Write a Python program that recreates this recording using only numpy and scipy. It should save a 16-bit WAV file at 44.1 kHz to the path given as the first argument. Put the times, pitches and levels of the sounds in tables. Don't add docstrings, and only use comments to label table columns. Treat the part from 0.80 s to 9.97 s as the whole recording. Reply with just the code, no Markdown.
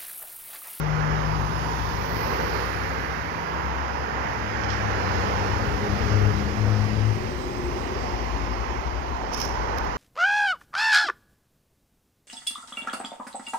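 import sys
import numpy as np
from scipy import signal
from scipy.fft import rfft, irfft
from scipy.io import wavfile
from scipy.ndimage import uniform_filter1d

SR = 44100
rng = np.random.default_rng(int(sys.argv[2]) if len(sys.argv) > 2 else 0)


def master(y):
    cut = np.clip(np.atleast_2d(y).T, -1, 1)
    pcm = np.round(cut * 32767)
    wavfile.write(sys.argv[1], SR, pcm.astype(np.int16))


N = 404397
TIME_S = np.arange(N) / SR
FRAME_S = np.arange(N // 512 + 5) * 512 / SR
BIN_HZ = np.fft.rfftfreq(2048, 1 / SR)

# closest_s, width_s, roar_db, boom_db, edge_db, song_db, hiss_db
TYRE_PASSES = [(.28, 0.24, -38, 0, 2, -1.5, -52.5), (.92, 0.44, -40.5, -3.5, -2.5, 8, -47),
               (1.58, 0.22, -38, 7, 3.5, 0, -47.5), (2.1, 0.51, -44.5, -0.5, 13.5, -6, -50),
               (2.91, 0.23, -39.5, -3, 0.5, 5, -57), (3.44, 0.12, -38, -3.5, 0.5, 2.5, -57.5),
               (3.98, 0.43, -41, 0, 8, -4.5, -52), (4.48, 0.32, -37, 3, 2.5, 2.5, -44.5),
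               (5.29, 0.25, -39, 4.5, 2.5, -5.5, -45.5), (6.09, 0.43, -44, 2.5, 5, -4.5, -48.5),
               (7.26, 0.36, -42, 4, 1.5, 1, -48.5), (7.85, 0.38, -42, -7, 3, -2.5, -54),
               (8.52, 0.23, -41, -6, -5, 3.5, -60), (8.97, 0.42, -39, 1.5, 0.5, 3.5, -50.5)]
# time_s, centre_hz, depth_db
GROUND_DIP = [(0, 616, -1), (.9, 610, 2.5), (1.6, 649, 1), (5.3, 1420, 1), (6.2, 1501, 5.5),
              (8.2, 1540, 4.5), (9.17, 1600, 0)]
# closest_s, width_s, rumble_db, spray_db
CLOSE_PASSES = [(.85, 0.73, -35.5, -68), (1.7, 0.43, -40.5, -60.5), (4.5, 0.32, -41.5, -64),
                (5.2, 0.47, -30.5, -62.5), (6.6, 0.91, -36.5, -65), (9, 0.18, -40, -72)]
# closest_s, width_s, level_db
SWISHES = [(1.45, 0.16, -49.5), (1.76, 0.068, -46.5)]
# from_s, to_s, loudest_s, width_s, level_db, pitch_hz, glide_hz_per_s
ENGINE_NOTES = [(0, 1.3, 0.2, 0.2, -27, 153.2, 5), (1.35, 2.9, 2, 1.6, -44.5, 163.8, 5),
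                (0, 2.33, 0.69, 0.93, -33.5, 59.03, 1.5), (0, 1.5, 0.55, 0.89, -39, 107, 1.2),
                (1.65, 2.2, 2.05, .3, -40.5, 96, 0), (6.85, 10.6, 7.62, 0.35, -32, 53.86, -4),
                (8.7, 10.6, 8.5, .4, -36, 55.5, -2)]
# time_s, pitch_hz, level_db
ENGINE_DRONE = [(2.68, 66, -43), (2.8, 66.7, -34.5), (3.6, 64.9, -40), (4.6, 66.1, -37), (5, 67.8, -33),
                (5.9, 67.04, -37), (6.3, 64.3, -37), (6.8, 67.9, -43), (8.2, 63.2, -35.5),
                (9.17, 63.3, -40)]
# closest_s, width_s, gain_db, centre_hz
SIZZLES = [(.85, 0.2, -58, 10300), (1.4, 0.11, -47.5, 14000), (1.72, 0.099, -55.5, 13600),
           (1.85, .08, -57, 9400)]
# time_s, level_db
LOW_BUFFET = [(2.5, -65), (4, -49), (5.1, -57), (5.8, -43), (6.5, -41), (7.1, -53), (9.17, -38)]
# time_s, pitch_hz, level_db
DRIVE_HUM = [(3.6, 102.9, -41), (3.85, 104.8, -36), (4.08, 103.8, -32.5), (4.25, 93.1, -34),
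             (4.7, 98.94, -33), (5.27, 102.7, -32), (5.34, 102.9, -23), (5.47, 102.2, -21.5),
             (5.66, 102.8, -42.5), (5.82, 106.4, -23), (5.98, 104.5, -22), (6.08, 106.1, -28),
             (6.31, 107.7, -22.5), (6.45, 107.7, -43)]
# multiple, level_db
DRIVE_OVERTONES = [(2, -34), (3, -42), (4, -50.5)]
# from_s, to_s, loudest_s, width_s, level_db, pitch_hz, glide_hz_per_s
WHIRRS = [(4.6, 5.5, 5.3, 0.27, -40, 416, 19), (3.7, 11, 4.8, 0.41, -63.5, 4165, -16)]
# peak_s, level_db, t60_s
CHINKS = [(3.838, -39, 0.023), (3.845, -39, .03), (3.89, -41, .25), (3.905, -34.5, 0.018),
          (3.912, -42, 0.38), (3.934, -43, .04)]
# peak_s, level_db, t60_s
SCRAPES = [(8.538, -38, 0.16), (8.578, -36, 0.16), (8.616, -36, 0.48), (8.72, -54, 2.6)]
# peak_s, tick_db, snap_db, t60_s
TICKS = [(8.536, -30, -59, 0.015), (8.545, -31, -52, 0.033), (8.577, -35, -54, .018),
         (8.601, -28, -42, 0.04), (8.616, -27.5, -46, 0.026), (8.652, -35, -44, .025),
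         (8.977, -40, -47, .008), (8.985, -30, -45, 0.008), (9.05, -55, -49, 0.0062)]

# freq_hz, density_db
ROAR_COLOUR = [(120, -7), (220, -2), (330, -4), (450, 0.5), (630, -4), (780, -0.5), (930, 0), (1200, -3),
               (1480, -4), (2000, -7.5), (2550, -16), (3100, -20), (3800, -34.5), (5000, -37)]
# freq_hz, density_db
HISS_COLOUR = [(2500, 1), (3600, -3), (4400, -2), (5200, 2), (6000, -3.5), (6800, -6), (7250, -15),
               (7650, -40)]
# freq_hz, density_db
SPRAY_COLOUR = [(7900, -47), (8500, -0.5), (9500, 2), (11200, 2), (13800, 2), (15800, -2.5)]
# freq_hz, density_db
SWISH_COLOUR = [(3300, -4), (4550, 10.5), (5500, 6), (7700, -44)]
# freq_hz, density_db
RUMBLE_COLOUR = [(20, -46), (33, -36), (45, -10), (62, 2), (85, 0), (125, -3.5), (190, -9.5), (260, -8),
                 (400, -13.5)]
# freq_hz, density_db
BUFFET_COLOUR = [(18, -10), (32, 2), (50, 13), (120, -9)]
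# freq_hz, density_db
CHINK_COLOUR = [(2500, -7), (3200, -2), (3900, -12), (4550, -2), (4850, -5), (5450, 1.5), (6000, -10),
                (6900, -15), (7700, -35)]
# freq_hz, density_db
ECHO_COLOUR = [(7700, -45), (7930, 0), (8190, -1), (8400, -45)]
# freq_hz, density_db
FAN_AIR_COLOUR = [(160, -24), (240, -2), (310, -7), (385, 2), (470, -22)]
# freq_hz, density_db
SCRAPE_COLOUR = [(1500, -9), (2300, -1), (3200, -6), (4100, -7.5), (4700, -3.5), (5300, 6.5), (6200, -2),
                 (7200, -11.5), (7800, -46), (8800, -17), (12500, -17.5), (15700, -26)]
# freq_hz, density_db
SNAP_COLOUR = [(8500, -32), (10500, -14), (11800, -4), (13500, 0), (15700, -5)]

# freq_hz, left_minus_right_db
MIC_BALANCE = [(60, 15), (110, 14.5), (200, 12.5), (380, -2.5), (700, -4.5), (1290, -9), (2380, -15.5),
               (4400, -24.5), (6300, -47), (9000, -31), (14000, -23)]
# freq_hz, coherence
MIC_COHERENCE = [(60, 1), (130, 0.88), (290, 1), (600, 0.47), (1200, 0.26), (2400, 0.43), (5000, 0.23)]

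LAG_S, SWING_AT_S, SWING_S = .00047, 5.95, 0.23


def gain_of(db):
    return 10 ** (np.asarray(db) / 20)


def unit_rms(x):
    return x / np.sqrt(np.mean(x ** 2) + 1e-20)


def at_hz(rows, hz):
    freq_hz, value = np.transpose(rows)
    return np.interp(np.log(hz + 1), np.log(freq_hz + 1), value)


def at_time(rows, t_s):
    time_s, *columns = np.transpose(rows)
    return [np.interp(t_s, time_s, column) for column in columns]


def drift(rate_hz):
    hz = np.fft.rfftfreq(4096, TIME_S[-1] / 4096)
    slow = irfft(rfft(rng.standard_normal(4096)) / (1 + (hz / rate_hz) ** 4))
    return np.interp(TIME_S, np.linspace(0, TIME_S[-1], len(slow)), unit_rms(slow))


def bell(centre_hz, octaves):
    return np.exp(-.5 * (np.log2((BIN_HZ + 1) / np.asarray(centre_hz)[..., None]) / octaves) ** 2)


def gate(from_s, to_s, fade_s=0.1):
    return np.clip(1 + np.minimum(TIME_S - from_s, to_s - TIME_S) / fade_s, 0, 1)


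def burst(peak_s, db, t60_s, rise_db_per_s=100004.0):
    below_db = np.maximum((peak_s - TIME_S) * rise_db_per_s, 60 * (TIME_S - peak_s) / t60_s)
    return gain_of(db - np.minimum(below_db, 150)) ** 2


def passing(t_s, closest_s, width_s):
    along = (closest_s - t_s) / width_s
    near = 1 / (1 + along ** 2)
    return near, along * np.sqrt(near)


def swells(rows, far_db=-120):
    power = sum(gain_of(db) ** 2 * passing(TIME_S, s, width_s)[0] for s, width_s, db in rows)
    return np.sqrt(gain_of(far_db) ** 2 + power)


def mic_gains(hz):
    lean = gain_of(at_hz(MIC_BALANCE, hz) / 2)
    cross = 2 * at_hz(MIC_COHERENCE, hz) * np.cos(2 * np.pi * hz * LAG_S)
    return 2 * np.array([lean, 1 / lean]) / np.sqrt(lean ** 2 + lean ** -2 + cross)


def noise(colour, field_db=0, patchy_db=0, band_hz=(0, SR)):
    a, b, c, d, patches = rng.standard_normal((5, len(FRAME_S), len(BIN_HZ)), dtype=np.float32)
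    patches = unit_rms(uniform_filter1d(uniform_filter1d(patches, size=12, axis=0), size=14, axis=1))
    coherence = at_hz(MIC_COHERENCE, BIN_HZ)
    lag_s = LAG_S * np.tanh((SWING_AT_S - FRAME_S) / SWING_S)
    lead = np.exp(2j * np.pi * np.outer(lag_s, BIN_HZ).astype(np.float32))
    left = a + 1j * b
    right = coherence * lead * left + np.sqrt(1 - coherence ** 2) * (c + 1j * d)
    above_oct = np.maximum(np.log2((BIN_HZ + 1) / colour[-1][0]), 0)
    below_oct = np.maximum(np.log2(colour[0][0] / (BIN_HZ + 1)), 0)
    shape = gain_of(at_hz(colour, BIN_HZ) - 40 * (above_oct + below_oct))
    in_band = (BIN_HZ >= band_hz[0]) & (BIN_HZ <= band_hz[1])
    shape /= np.sqrt(np.sum(shape[in_band] ** 2) * 2 / 3)
    spectra = np.array([left, right])
    spectra *= mic_gains(BIN_HZ)[:, None] * (shape * gain_of(field_db + patchy_db * patches))
    return signal.istft(spectra.swapaxes(1, 2), nperseg=2048, noverlap=1536)[1][:, :N]


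def tone(hz, db, flutter, wander_hz, rate_hz):
    phasor = np.exp(2j * np.pi * np.cumsum(hz + wander_hz * drift(rate_hz)) / SR)
    paths = (1 + flutter * (drift(rate_hz) + 1j * drift(rate_hz))) / np.sqrt(.5 + flutter ** 2)
    return mic_gains(np.mean(hz))[:, None] * gain_of(db) * (paths * phasor).real


def passing_note(row, flutter, wander_hz, rate_hz):
    from_s, to_s, loudest_s, width_s, db, hz, glide_hz_per_s = row
    pitch_hz = hz + glide_hz_per_s * (np.clip(TIME_S, from_s, to_s) - loudest_s)
    near, _ = passing(TIME_S, loudest_s, width_s)
    return gate(from_s, to_s) * np.sqrt(near) * tone(pitch_hz, db, flutter, wander_hz, rate_hz)


def tyre_roar(far_db=-64, song_hz=954, song_shift=0.06, song_ahead_db=-0.8):
    closest_s, width_s, roar_db, boom_db, edge_db, song_db, _ = np.transpose(TYRE_PASSES)
    near, heading = passing(FRAME_S[:, None], closest_s, width_s)
    power = near * gain_of(roar_db) ** 2
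    total = power.sum(1, keepdims=True) + gain_of(far_db) ** 2
    share = power / total
    ahead = (share * heading).sum(1)
    field_db = 10 * np.log10(total) + np.outer(share @ boom_db, bell(440, octaves=0.31))
    field_db += np.outer(share @ edge_db, bell(2140, octaves=0.59))
    song_band = bell(song_hz * (1 + song_shift * ahead), octaves=.11)
    field_db += (share @ song_db + song_ahead_db * ahead)[:, None] * song_band
    dip_hz, dip_db = at_time(GROUND_DIP, FRAME_S)
    field_db -= dip_db[:, None] * bell(dip_hz, octaves=0.25)
    return noise(ROAR_COLOUR, field_db, patchy_db=0.7, band_hz=(780, 1150))


def tyre_hiss():
    hiss_rows = [(s, width_s, db) for s, width_s, *_, db in TYRE_PASSES]
    spray_rows = [(s, width_s, db) for s, width_s, _, db in CLOSE_PASSES]
    hiss = swells(hiss_rows, far_db=-83) * noise(HISS_COLOUR, patchy_db=1.52)
    spray = swells(spray_rows) * noise(SPRAY_COLOUR, patchy_db=1.7)
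    return hiss + spray + swells(SWISHES) * noise(SWISH_COLOUR)


def engines():
    cars = sum(passing_note(row, flutter=0.12, wander_hz=0.44, rate_hz=4.3) for row in ENGINE_NOTES)
    hz, db = at_time(ENGINE_DRONE, TIME_S)
    firing = tone(hz, db, flutter=0.39, wander_hz=0.57, rate_hz=8.8)
    octave = tone(2 * hz, db - 15.5, flutter=1.0, wander_hz=1.4, rate_hz=9.7)
    return cars + gate(ENGINE_DRONE[0][0], TIME_S[-1]) * (firing + octave)


def rumble():
    return swells([(s, width_s, db) for s, width_s, db, _ in CLOSE_PASSES]) * noise(RUMBLE_COLOUR)


def tyre_sizzle(shift=0.026):
    power = 1e-14
    for closest_s, width_s, db, hz in SIZZLES:
        near, heading = passing(FRAME_S, closest_s, width_s)
        band = bell(hz * (1 + shift * heading), octaves=0.22)
        power = power + (near * gain_of(db) ** 2)[:, None] * band ** 2
    return noise(SPRAY_COLOUR, 10 * np.log10(power), patchy_db=0.5)


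def low_buffet():
    return gain_of(at_time(LOW_BUFFET, TIME_S)[0]) * noise(BUFFET_COLOUR)


def bus_drive():
    hz, db = at_time(DRIVE_HUM, TIME_S)
    near, _ = passing(TIME_S, closest_s=5.66, width_s=0.58)
    hum = tone(hz, db, flutter=0.13, wander_hz=0.35, rate_hz=9)
    for multiple, level_db in DRIVE_OVERTONES:
        hum += np.sqrt(near) * tone(multiple * hz, level_db, flutter=.35, wander_hz=.8, rate_hz=8)
    whirr = sum(passing_note(row, flutter=0.69, wander_hz=2.4, rate_hz=9.7) for row in WHIRRS)
    return gate(DRIVE_HUM[0][0], DRIVE_HUM[-1][0]) * hum + whirr


def shoe_chinks():
    power = sum(burst(*row, rise_db_per_s=3000) for row in CHINKS)
    return np.sqrt(power) * noise(CHINK_COLOUR)


def rear_pass(closest_s=6.52, distance_m=2.66, speed_m_per_s=6.0, sound_m_per_s=343):
    near, heading = passing(TIME_S, closest_s, distance_m / speed_m_per_s)
    return near, heading, 1 + heading * speed_m_per_s / sound_m_per_s


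def converter(on_s=3.84, pitch_hz=8060, grille_db=-66, behind_db=2.5, scatter_db=-81, ahead_db=4.4):
    near, heading, doppler = rear_pass()
    direct = gain_of(grille_db - behind_db * heading) * near
    scattered = gain_of(scatter_db + ahead_db * heading)
    whistle = (direct + scattered) * tone(pitch_hz * doppler, 0, flutter=.7, wander_hz=5, rate_hz=16)
    echo_power, _ = passing(TIME_S, closest_s=6.2, width_s=0.7)
    echoes = gain_of(-72) * np.sqrt(echo_power) * noise(ECHO_COLOUR)
    return gate(on_s, TIME_S[-1], fade_s=.4) * (whistle + echoes)


def cooling_fan(blade_hz=359.8, blade_db=-42, air_db=-41, behind_db=7.5):
    near, heading, doppler = rear_pass()
    blades = tone(blade_hz * doppler, blade_db, flutter=0.47, wander_hz=3.08, rate_hz=10.7)
    air = gain_of(air_db) * noise(FAN_AIR_COLOUR)
    return np.sqrt(near) * gain_of(-behind_db * heading) * (near ** 0.31 * blades + air)


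def shoe_scrape(wire_hz=5550, wire_db=2):
    scrapes = sum(burst(*row, rise_db_per_s=800) for row in SCRAPES)
    grit = gain_of(2.0 * drift(150)) ** 2
    ticks = sum(burst(s, db, t60_s, rise_db_per_s=12000) for s, db, _, t60_s in TICKS)
    snaps = sum(burst(s, db, t60_s) for s, _, db, t60_s in TICKS)
    ring_db = wire_db * (bell(wire_hz, octaves=.17) - .5)
    contact = np.sqrt(scrapes * grit + ticks) * noise(SCRAPE_COLOUR, ring_db)
    return contact + np.sqrt(snaps) * noise(SNAP_COLOUR)


def scene():
    street = tyre_roar() + tyre_hiss() + engines() + rumble() + tyre_sizzle() + low_buffet()
    bus = bus_drive() + shoe_chinks() + converter() + cooling_fan() + shoe_scrape()
    return street + bus


def record(dry):
    edge_hz = 15750
    lowpass = signal.firwin(511, edge_hz, window=("kaiser", 9), fs=SR)
    return signal.oaconvolve(dry, lowpass[None], "same")


dry = scene()
out = record(dry)
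master(out)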